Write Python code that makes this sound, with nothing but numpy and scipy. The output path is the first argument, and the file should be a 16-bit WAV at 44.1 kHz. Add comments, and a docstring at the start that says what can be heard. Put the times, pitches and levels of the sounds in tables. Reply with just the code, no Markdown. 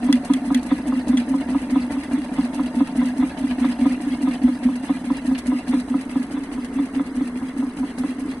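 """A rattling, rasping bed opens, and a heavy sewing machine binds a carpet edge close by, near five stitches a second.
In each stitch the needle drives in, the foot lands with a clack and a boom, and the needle pulls out again.
Booms are rounded swells of decaying sines; clacks, knocks and clinks are impulses ringing tuned modes.
Linkage, thread and backing are shaped noise with tiny slips; a steady sine hums below a noisy belt whirr."""
import sys
import numpy as np
from scipy import signal
from scipy.fft import rfft, irfft
from scipy.io import wavfile

SR = 44100
rng = np.random.default_rng(int(sys.argv[2]) if len(sys.argv) > 2 else 0)


def to_wav(s):
    """Save 16-bit WAV."""
    ch = np.atleast_2d(s).T  # columns
    pcm = np.round(np.clip(ch, -1, 1) * 32767)  # PCM
    wavfile.write(sys.argv[1], SR, pcm.astype(np.int16))


N = 370440

# tonal balance of thread hiss and ticks; only the shape counts: pitch_hz [Hz], density_db [relative dB per Hz]
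HISS_SPECTRUM = [(2500, -12), (4200, -27), (5000, 2), (5600, -3.5), (6300, 1), (7300, -2), (8100, 4),
                 (10700, 2), (12000, -3.5)]
# tonal balance of a sharp crack; only the shape counts: pitch_hz [Hz], density_db [relative dB per Hz]
CRACK_SPECTRUM = [(1500, 8.5), (2500, -9), (4000, 9.5), (5500, 4), (8000, 6), (11000, 5)]


def from_db(db):
    """Decibels become an amplitude factor."""
    return 10 ** (np.asarray(db) / 20)


def rms_one(x):
    """Scales a sound to an rms of 1."""
    return x / np.sqrt(np.mean(x ** 2) + 1e-20)


def at_hz(points, hz):
    """Reads a table on a log-frequency axis."""
    known_hz, values = np.transpose(points)
    return np.interp(np.log(np.maximum(hz, 1)), np.log(known_hz), values)


def along(curve):
    """The columns of a slow curve at every sample, each relative to its own mean over time."""
    times_s, *columns = np.transpose(curve)
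    levels = [np.interp(np.arange(N) / SR, times_s, column) for column in columns]
    return [level - np.mean(level) for level in levels]


def stereo(mid, side, hz):
    """Two unrelated signals become left and right, as alike as the table says at each pitch."""
    # likeness of the two sides: pitch_hz [Hz], correlation [-1 to 1]
    likeness = [(250, 1), (580, 0.94), (1230, 0.79), (2400, -0.2), (3900, 0.41), (5100, -0.58),
                (6200, 0.49), (7100, -0.89), (8000, 0.11), (9400, 0.019), (10300, 0.78), (11400, -0.87)]
    alike = np.clip(at_hz(likeness, hz), -1, 1)
    return np.sqrt(1 + alike) * mid + np.sqrt(1 - alike) * side * np.array([[1], [-1]])


def lag_right(sound):
    """One sound becomes two sides, the right a moment late."""
    right_lag_s = .00007
    at = np.arange(N)
    right = np.interp(at - right_lag_s * SR, at, sound)
    return np.array([sound, right])


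def clicks(times, levels_db):
    """One impulse for each blow."""
    at, out = np.round(times * SR).astype(int), np.zeros(N)
    inside = (at >= 0) & (at < N)
    out[at[inside]] = from_db(levels_db)[inside]
    return out


def ring(force, hz, t60_s):
    """A two-pole resonator: a unit impulse sets a sine of height 1 ringing."""
    radius, turn = from_db(-60 / (t60_s * SR)), 2 * np.pi * hz / SR
    poles = [1, -2 * radius * np.cos(turn), radius * radius]
    return signal.lfilter([0, np.sin(turn)], poles, force + 1e-18)


def fade(force, decay_s):
    """Each impulse becomes an envelope that dies away exponentially."""
    return signal.lfilter([1], [1, -np.exp(-1 / (decay_s * SR))], force + 1e-18)


def strike(times, levels_db, modes, scatter_db):
    """Blows ring every mode, with scattered strengths; the sides differ where the likeness is low."""
    out = 0
    for k, (hz, mode_db, t60_s) in enumerate(modes):
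        chance = rng.uniform(-1.7, 1.7, (len(times), 2))
        force = clicks(times, levels_db + mode_db + scatter_db * chance[:, 0])
        sideways = clicks(times + abs(chance[:, 1]) / hz, levels_db + mode_db)
        polarity = (-1) ** k
        out = out + polarity * ring(stereo(force, sideways, hz), hz, t60_s) / np.sqrt(2)
    return signal.sosfilt(signal.butter(2, 220, "high", fs=SR, output="sos"), out)


def friction(spectrum, grains_per_s, grain_db):
    """Smooth rubbing plus tiny separate slips, in stereo; rms 1."""
    slips = (rng.random((2, N)) < grains_per_s / SR) * rng.standard_normal((2, N))
    rubbing = rng.standard_normal((2, N)) + from_db(grain_db) * rms_one(slips)
    mid, side = rfft(rubbing)
    hz = np.arange(len(mid)) * SR / N
    coloured = stereo(mid, side, hz) * from_db(at_hz(spectrum, hz))
    return rms_one(irfft(coloured, N))


def chatter(signals, rough_db, flutter_hz):
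    """Surfaces stick and slip, so the rubbing comes in quick uneven spurts; rms 1."""
    lowpass = signal.butter(2, flutter_hz, fs=SR, output="sos")
    flutter = signal.sosfilt(lowpass, rng.standard_normal(N))
    return rms_one(signals * from_db(rough_db * rms_one(flutter)))


def clatter(taps_per_s, t60_s):
    """Loose steel parts are tapped at random, each ringing briefly at its own pitch; rms 1."""
    # small steel parts round the needle: pitch_hz [Hz], level_db [relative dB]
    steel_parts = [(1680, 3.5), (1830, 3), (2000, 5.5), (2160, 3), (2400, 2), (2640, 2), (2790, 2),
                   (3020, -1.5), (3290, -2.5), (3480, -7), (3930, -5.5), (4150, -4), (4480, -3), (4950, -3),
                   (6200, -18.5)]
    out = 0
    count = int(taps_per_s * N / SR)
    for hz, mode_db in steel_parts:
        mid, side = [clicks(rng.uniform(0, N / SR, count), rng.uniform(-16, 0, count)) for _ in range(2)]
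        out = out + from_db(mode_db) * ring(stereo(mid, side, hz), hz, t60_s)
    return rms_one(out)


def swell(times, levels_db, hz, rise_s, glide_hz_per_s=0):
    """Each shove makes one rounded lump of a sine; a glide bends it up through hz at the peak."""
    roundness = 2.89   # how closely the fall mirrors the rise
    t, out = np.arange(SR // 6) / SR, np.zeros(N + SR)
    shape = (t / rise_s * np.exp(1 - t / rise_s)) ** roundness
    starts = np.maximum(times * SR, 0).astype(int)
    for start, gain, pitch in zip(starts, from_db(levels_db), hz * np.ones(len(times))):
        cycles = t * (pitch + glide_hz_per_s * (t / 2 - rise_s))
        out[start:start + len(t)] += gain * shape * np.sin(2 * np.pi * cycles)
    return out[:N]


def motor():
    """The motor's hum is a steady low sine; the belt's whirr is shaped friction following a slow fader."""
    # fader of the belt drive: time_s [s], level_db [dB rms]
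    belt_level = [(0, -47), (4.8, -49), (6.2, -41), (8.4, -40.5)]
    # tonal balance of its whirr, only the shape counts: pitch_hz [Hz], density_db [relative dB per Hz]
    whirr_spectrum = [(200, -3.5), (340, 4), (430, 4), (490, -1), (560, -19), (1100, -7), (1500, -10.5),
                      (2200, -10), (2800, -77), (8000, -48)]
    hum_hz = 61.3
    t = np.arange(N) / SR
    hum = from_db(-56.0) * np.sin(2 * np.pi * hum_hz * t)
    belt_db = np.interp(t, *np.transpose(belt_level))
    return hum + from_db(belt_db) * friction(whirr_spectrum, grains_per_s=320, grain_db=-3.5)


def linkage(landings, effort_db, turn_db):
    """Joints knock at fixed points of the turn; bearings rattle and keep the arm droning."""
    # knocks in every stitch: offset_s [s from the foot's landing], level_db [relative dB]
    joint_knocks = [(-.065, -35), (-.059, -37), (-.046, -38), (-.012, -42), (.072, -35), (.087, -37),
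                    (0.121, -37)]
    # modes of the machine casting: pitch_hz [Hz], level_db [relative dB], t60_s [s]
    casting_modes = [(284, 10, 0.078), (490, 4.5, 0.015), (587, -2, 0.1), (637.4, -4.5, 0.13),
                     (723, 1, 0.084), (895, -10, 0.34), (975, -6, 0.077), (1610, -32, 0.03),
                     (1690, -4, 0.019), (1850, -8, 0.06), (2090, -35, 0.072)]
    # tonal balance of the rattle, only the shape counts: pitch_hz [Hz], density_db [relative dB per Hz]
    rattle_spectrum = [(25, -25), (60, 9.5), (110, -7.5), (190, 11), (380, -12), (520, -0.5), (900, -1.5),
                       (1150, -8), (1500, -8), (1900, -14), (2400, -59), (4000, -22), (11000, -68)]
    offsets, knock_db = np.transpose(joint_knocks)
    jitter_s = rng.normal(0, 0.00102, (len(landings), len(offsets)))
    times = (landings[:, None] + offsets + jitter_s).ravel()
    knocks = strike(times, np.tile(knock_db, len(landings)) - 7.0, casting_modes, scatter_db=4.5)
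    rattle = from_db(turn_db - 46.0) * friction(rattle_spectrum, grains_per_s=500, grain_db=-4.0)
    arm = ring(ring(rng.standard_normal(N), hz=246.7, t60_s=0.2), hz=286.6, t60_s=0.043)
    drone = from_db(turn_db - 36.5) * rms_one(arm)
    load_db = effort_db - np.mean(effort_db)
    # knocks grow faster with load than the rubbing does
    return from_db(2.8 * load_db) * knocks + from_db(load_db) * (rattle + drone)


def stroke_levels(landings, spread_db):
    """Rasp, hiss and linkage in relative dB: strokes of varying strength swell above the slack level."""
    # strokes drawing the thread through in every stitch: offset_s [s from the foot's landing],
    # spread_s [s, standard deviation], rasp_db, hiss_db, linkage_db [relative dB, added as power]
    thread_strokes = [(-.054, 0.0038, 3, 3, 6), (-.038, 0.012, 6.5, 7.5, 4), (-.018, 0.0078, 5, 3.5, 2),
                      (0.018, 0.0067, -4.5, 5.5, -3), (0.05, 0.022, 8.5, 5, -2.5), (.079, 0.012, 9, -1, 3),
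                      (0.097, 0.011, 0.5, -15, -6.5)]
    slack_db = [[3], [2], [4.5]]   # rasp, hiss, linkage between the strokes
    power = from_db(slack_db) ** 2
    for offset_s, width_s, *levels_db in thread_strokes:
        force = clicks(landings + offset_s, spread_db * rng.uniform(-1.02, 1, len(landings)))
        bump = signal.windows.gaussian(SR // 8, width_s * SR)
        stroke = signal.oaconvolve(force ** 2, bump, "same")
        power = power + from_db(levels_db)[:, None] ** 2 * stroke
    return 10 * np.log10(power)


def thread(rasp_db, hiss_db):
    """Thread rasps through the pile in stick-slip spurts and shakes its guides; a few fibres snap."""
    # tonal balance of the rasp, only the shape counts: pitch_hz [Hz], density_db [relative dB per Hz]
    rasp_spectrum = [(1200, 10.5), (2000, 2), (2750, 8), (3100, 0), (4000, 5.5), (4900, -34), (5700, -45),
                     (11000, -23)]
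    # snapping fibres: time_s [s], level_db [relative dB]
    fibre_snaps = [(0.248, -27.5), (0.63, -29), (1.082, -27), (1.707, -31), (2.545, -28.5), (3.057, -28.5),
                   (5.3792, -30), (5.387, -27), (5.469, -28), (5.679, -32), (5.798, -31), (6.229, -33),
                   (6.4361, -36), (6.6451, -34), (6.8551, -44), (7.984, -28.5)]
    rub = chatter(friction(rasp_spectrum, grains_per_s=1200, grain_db=-32), rough_db=-3.0, flutter_hz=100)
    guides = clatter(taps_per_s=45, t60_s=0.06)
    rasp = from_db(rasp_db) * (from_db(-4.5) * rub + guides)
    airy = chatter(friction(HISS_SPECTRUM, grains_per_s=2500, grain_db=-5.5), rough_db=1.74, flutter_hz=89.4)
    hiss = from_db(hiss_db - 56.5) * airy
    snap_s, snap_db = np.transpose(fibre_snaps)
    snap_envelope = fade(clicks(snap_s, snap_db - 5.0), decay_s=0.0095)
    return rasp + hiss + snap_envelope * friction(CRACK_SPECTRUM, grains_per_s=2600, grain_db=-3)


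def feed(landings):
    """The feed shoves the carpet on with soft low swells near fixed points of the turn."""
    # thumps in every stitch: offset_s [s from the foot's landing], level_db [relative dB], pitch_hz [Hz]
    feed_thumps = [(-.064, -23, 281), (.078, -33.5, 250), (.116, -26, 270)]
    offsets, thump_db, hz = np.transpose(feed_thumps)
    late, force = rng.uniform(-1, 1, (2, len(landings), len(offsets)))
    times = (landings[:, None] + offsets + 0.0023 * late).ravel()
    return swell(times, (thump_db + 4 * force).ravel(), np.tile(hz, len(landings)), rise_s=0.0093)


def ticking(landings):
    """Looper, feed and take-up tick near fixed points of the turn, each with a short steely rattle."""
    # ticks in every stitch: offset_s [s from the foot's landing], tick_db, rattle_db [relative dB]
    turn_ticks = [(-.059, -72, -43), (-.05, -45.5, -56.5), (-.043, -47, -45), (.044, -54.5, -45),
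                  (0.069, -44, -42.5), (0.11, -54, -55)]
    offsets, tick_db, rattle_db = np.transpose(turn_ticks)
    late, force = rng.uniform(-1, 1, (2, len(landings), len(offsets)))
    times = (landings[:, None] + offsets + 0.0015 * late).ravel()
    ticks, rattles = [fade(clicks(times, (db + 4.7 * force).ravel()), decay_s=0.011)
                      for db in (tick_db, rattle_db)]
    sharp = ticks * friction(HISS_SPECTRUM, grains_per_s=1500, grain_db=3)
    return sharp + rattles * clatter(taps_per_s=400, t60_s=0.031)


def needle_bar(landings, lead_s, in_db, delay_s, out_db, arm_hz):
    """The arm booms as the needle is forced into the backing and pulled out; the stand rocks with it."""
    push_rise_s, pull_rise_s = 0.01868, 0.023   # time to the top of each boom
    pushes = landings - lead_s - push_rise_s
    pulls = landings + delay_s - pull_rise_s
    arm = swell(pushes, in_db, arm_hz, push_rise_s) + swell(pulls, out_db, arm_hz, pull_rise_s)
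    return arm + swell(pushes, in_db - 27.5, hz=58.0, rise_s=0.023)


def backing(landings, crunch_db):
    """The stiff backing crunches while the needle is deep in it: rough friction under a short hump."""
    # tonal balance of the crunch, only the shape counts: pitch_hz [Hz], density_db [relative dB per Hz]
    crunch_spectrum = [(1000, 13.5), (1750, 12), (2100, 19), (2450, 5), (2750, 8.5), (3100, -3), (3350, 13),
                       (4400, -7), (5500, -27), (11000, -25)]
    hump = signal.windows.hann(int(.075 * SR))
    squeeze = signal.fftconvolve(clicks(landings + 0.0032, crunch_db + 5.5), hump, "same")
    crunch = friction(crunch_spectrum, grains_per_s=770, grain_db=-3.0)
    return squeeze * chatter(crunch, rough_db=0.0, flutter_hz=119.15)


def presser_foot(landings, clack_db, boom_db, boom_hz):
    """The foot clacks down and bounces; its weight raises a short boom, and the table top hums on."""
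    # table top, neighbouring modes swing against each other: pitch_hz [Hz], level_db [relative dB], t60_s [s]
    table_modes = [(186.4, -18, 0.2), (250, -22, 0.31)]
    # modes of the presser foot: pitch_hz [Hz], level_db [relative dB], t60_s [s]
    foot_modes = [(524, -9.5, 0.19), (743, -3, 0.057), (890, -1, 0.016), (988, 2, 0.056),
                  (1040, -28, 0.019), (1243, -8.5, 0.14), (1707, -10, 0.16)]
    # touches as the foot lands: delay_s [nominal s after landing], level_db [relative dB]
    foot_bounces = [(0, 0), (.004, -5), (.008, -9), (.015, -15)]
    grit_spectrum = [(250, -26), (450, -4), (700, 0), (1000, 10.5), (1280, 6.0), (1500, -17), (4000, -39)]
    pile_cut_hz = 1550   # the carpet softens the foot's contact
    hum = sum((-1) ** k * ring(clicks(landings + 0.004, boom_db + mode_db), hz, t60_s)
              for k, (hz, mode_db, t60_s) in enumerate(table_modes))
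    # the boom rises in pitch as the foot presses harder
    boom = swell(landings, boom_db, boom_hz, rise_s=0.013, glide_hz_per_s=700) + hum
    delay_s, loss_db = np.transpose(foot_bounces)
    touches = landings[:, None] + delay_s * rng.uniform(0.932, 1.03, (len(landings), len(delay_s)))
    touch_db = clack_db[:, None] + loss_db
    clack = strike(touches.ravel(), touch_db.ravel(), foot_modes, scatter_db=0.0)
    grit = friction(grit_spectrum, grains_per_s=470, grain_db=4)
    grinding = fade(clicks(landings, clack_db + .5), decay_s=0.0069) * grit
    soften = signal.butter(4, pile_cut_hz, fs=SR, output="sos")
    return signal.sosfilt(soften, lag_right(boom) + clack + grinding)


def needle_clinks():
    """The needle cracks on metal, bounces once and rings; nearby parts rattle, as when the thread catches."""
    # needle grazing metal: time_s [s], ring_db, crack_db [relative dB]
    metal_clinks = [(0.1262, -17.5, -13.5), (0.3353, -23.5, -18), (.5456, -21, -17.5), (1.1712, -22, -28),
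                    (1.176, -25, -31)]
    # thread catching and shaking its guides: time_s [s], level_db [dB]
    thread_catches = [(1.697, -35.5), (2.533, -42), (3.51, -34), (3.65, -35.5), (3.717, -35.5),
                      (3.811, -37), (4.311, -39), (4.632, -34.5), (5.349, -33), (5.68, -46), (6.948, -38)]
    # modes of the needle and its bar: pitch_hz [Hz], level_db [relative dB], t60_s [s]
    needle_modes = [(1890, -13, 0.023), (2005, -8, 0.047), (2750, -12.5, 0.023), (3246, -4.5, 0.039),
                    (3480, -5.5, 0.047), (3870, -21, 0.02), (6040, -14, 0.034), (8110, -13, 0.061),
                    (9370, -15.5, 0.05)]
    times, ring_db, crack_db = np.transpose(metal_clinks)
    first, bounce = times + 0.00044, times + 0.0034
    blows = clicks(first, ring_db) + clicks(bounce, ring_db - 4.5)
    rings = sum((-1) ** k * ring(blows * from_db(db), hz, t60_s)
                for k, (hz, db, t60_s) in enumerate(needle_modes))
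    rings = signal.sosfilt(signal.butter(4, 1500, "high", fs=SR, output="sos"), rings)
    contacts = clicks(first, crack_db) + clicks(bounce, crack_db - 10)
    crack = fade(contacts, decay_s=0.0016) * friction(CRACK_SPECTRUM, grains_per_s=8000, grain_db=-8)
    clink_shakes = fade(clicks(times, ring_db - 16), decay_s=0.031)
    catch_shakes = fade(clicks(*np.transpose(thread_catches)), decay_s=0.015)
    return lag_right(rings) + crack + (clink_shakes + catch_shakes) * clatter(taps_per_s=230, t60_s=0.0091)


def scene():
    """Every stitch drives the blows and strokes; slow faders ride the running layers over the motor."""
    # stitches: landing_s [s], clack_db, boom_db [relative dB], boom_hz [Hz at the peak],
    # lead_s [s from push peak to landing], in_db [relative dB], delay_s [s from landing to pull peak],
    # out_db [relative dB], arm_hz [Hz], crunch_db [relative dB]
    stitches = [(0.087, -28, -5.5, 277, 0.027, -12.5, 0.058, -8, 251, -44.5),
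                (0.2967, -29, -6.5, 274, 0.011, -38, 0.059, -16, 261, -47),
                (0.5044, -28.0, -9, 272, 0.0161, -16.5, 0.058, -11.5, 253.4, -52),
                (0.7125, -26.5, -7.5, 275, 0.0196, -20.5, 0.0525, -41, 249.0, -39),
                (0.9223, -31.5, -12.5, 262.0, 0.024, -15, 0.0536, -13, 252, -54),
                (1.1304, -31.5, -8.5, 268.4, 0.026, -8.0, 0.0528, -12, 247.5, -44.5),
                (1.3387, -28, -11, 272.5, 0.023, -11.0, 0.048, -18.5, 262, -56),
                (1.547, -29.5, -9.5, 273, 0.0119, -14, 0.073, -31, 252.4, -50),
                (1.7559, -29, -8.5, 275, 0.0231, -11.5, 0.0494, -29, 258, -44),
                (1.964, -39, -14, 269, 0.023, -22, 0.0444, -34, 270, -52),
                (2.173, -54, -14, 288, 0.027, -11.5, 0.042, -24, 255.5, -45),
                (2.38, -28.5, -8, 268, 0.0177, -26, 0.067, -16.0, 246, -43),
                (2.592, -29, -10.5, 274, 0.0115, -19, 0.064, -40, 273.4, -46),
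                (2.8033, -27, -7, 274, 0.024, -9.5, 0.0446, -20, 248, -43),
                (3.0155, -31.5, -13.5, 265.4, 0.022, -9.5, 0.052, -17.5, 252.4, -42),
                (3.225, -30.5, -10.5, 280, 0.025, -11.0, 0.0445, -22.0, 254.2, -42),
                (3.4347, -42, -12.5, 269.4, 0.0179, -17.5, 0.047, -25.5, 259, -48),
                (3.6439, -29.5, -10.5, 273, 0.0184, -10.5, 0.0482, -14.0, 249.7, -40),
                (3.8534, -27.0, -7, 271, 0.027, -7.5, 0.065, -16, 253, -42.0),
                (4.0621, -51, -12.5, 273, 0.022, -23, 0.069, -17.5, 254.5, -52),
                (4.2705, -29.0, -10, 274, 0.028, -12.5, 0.0492, -20, 256.6, -44.5),
                (4.478, -30, -14, 282, 0.027, -5.5, 0.0568, -24, 252.6, -45),
                (4.686, -33.5, -12.5, 266.0, 0.021, -7.5, 0.049, -22.5, 248.7, -55),
                (4.8936, -28, -9.5, 271.0, 0.023, -29, 0.066, -21.5, 251.6, -43.5),
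                (5.1018, -30.0, -11, 272, 0.018, -18.5, 0.061, -19.5, 254.0, -49),
                (5.3094, -32, -10, 258, 0.019, -11.5, 0.0462, -22.5, 261.6, -51),
                (5.5183, -29.5, -14, 283, 0.0253, -11, 0.042, -17.5, 253, -49),
                (5.731, -28, -9.5, 278, 0.027, -12.5, 0.049, -17, 251.5, -41.5),
                (5.9412, -31, -10.0, 273, 0.024, -15, 0.0446, -19.5, 251, -52),
                (6.1549, -31.5, -10, 266.0, 0.0184, -25, 0.054, -17, 254.6, -49),
                (6.367, -35.5, -16.5, 275.5, 0.019, -18.5, 0.0497, -21.5, 273.5, -47),
                (6.5766, -38, -18.0, 269, 0.021, -17, 0.063, -21, 246.2, -61),
                (6.786, -32.0, -10, 272, 0.018, -14.5, 0.044, -16, 263.6, -44.5),
                (6.996, -30.5, -14.0, 275, 0.022, -12, 0.0509, -34, 265, -45.5),
                (7.206, -36, -13, 275, 0.0249, -16.5, 0.06, -23.5, 252.5, -50),
                (7.416, -35.0, -16, 258.4, 0.033, -25.5, 0.0452, -26.5, 256, -58.0),
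                (7.6238, -36.5, -14, 268, 0.023, -16.5, 0.054, -24, 258, -68),
                (7.829, -34, -17.5, 278, 0.013, -16, 0.055, -29, 252.6, -61),
                (8.0362, -32.0, -14.5, 282, 0.03, -17, 0.061, -19.5, 254.0, -51),
                (8.2444, -49.5, -18.5, 289, 0.0179, -17.5, 0.0522, -23, 261.7, -63)]
    # running level, only the movement about the mean counts: time_s [s], linkage_db, rasp_db [relative dB]
    running_level = [(0, -36.5, -52), (2.2, -36.5, -52), (3.7, -36.5, -51), (5.5, -38.5, -52),
                     (6.8, -40, -55.5), (7.35, -40.5, -57), (8.4, -41, -55)]
    (landings, clack_db, boom_db, boom_hz, lead_s,
     in_db, delay_s, out_db, arm_hz, crunch_db) = np.transpose(stitches)
    linkage_db, pile_db = along(running_level)
    rasp_db, hiss_db, rattle_db = stroke_levels(landings, spread_db=4)
    booms = needle_bar(landings, lead_s, in_db, delay_s, out_db, arm_hz)
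    booms = booms + from_db(linkage_db) * feed(landings)
    blows = lag_right(booms) + presser_foot(landings, clack_db, boom_db, boom_hz) + needle_clinks()
    rubbing = linkage(landings, linkage_db, rattle_db) + backing(landings, crunch_db)
    sewing = thread(pile_db + rasp_db - 54.5, hiss_db + .48 * pile_db)
    sewing = sewing + from_db(.7 * pile_db) * ticking(landings)
    balance = from_db([[-.3], [.3]])   # slightly to the right
    return (blows + sewing) * balance + rubbing + motor()


def record(dry):
    """A steep elliptic lowpass cuts the top."""
    cutoff_hz = 11500
    return signal.sosfilt(signal.ellip(8, .3, 80, cutoff_hz, fs=SR, output="sos"), dry)


dry = scene()
out = record(dry)
to_wav(out)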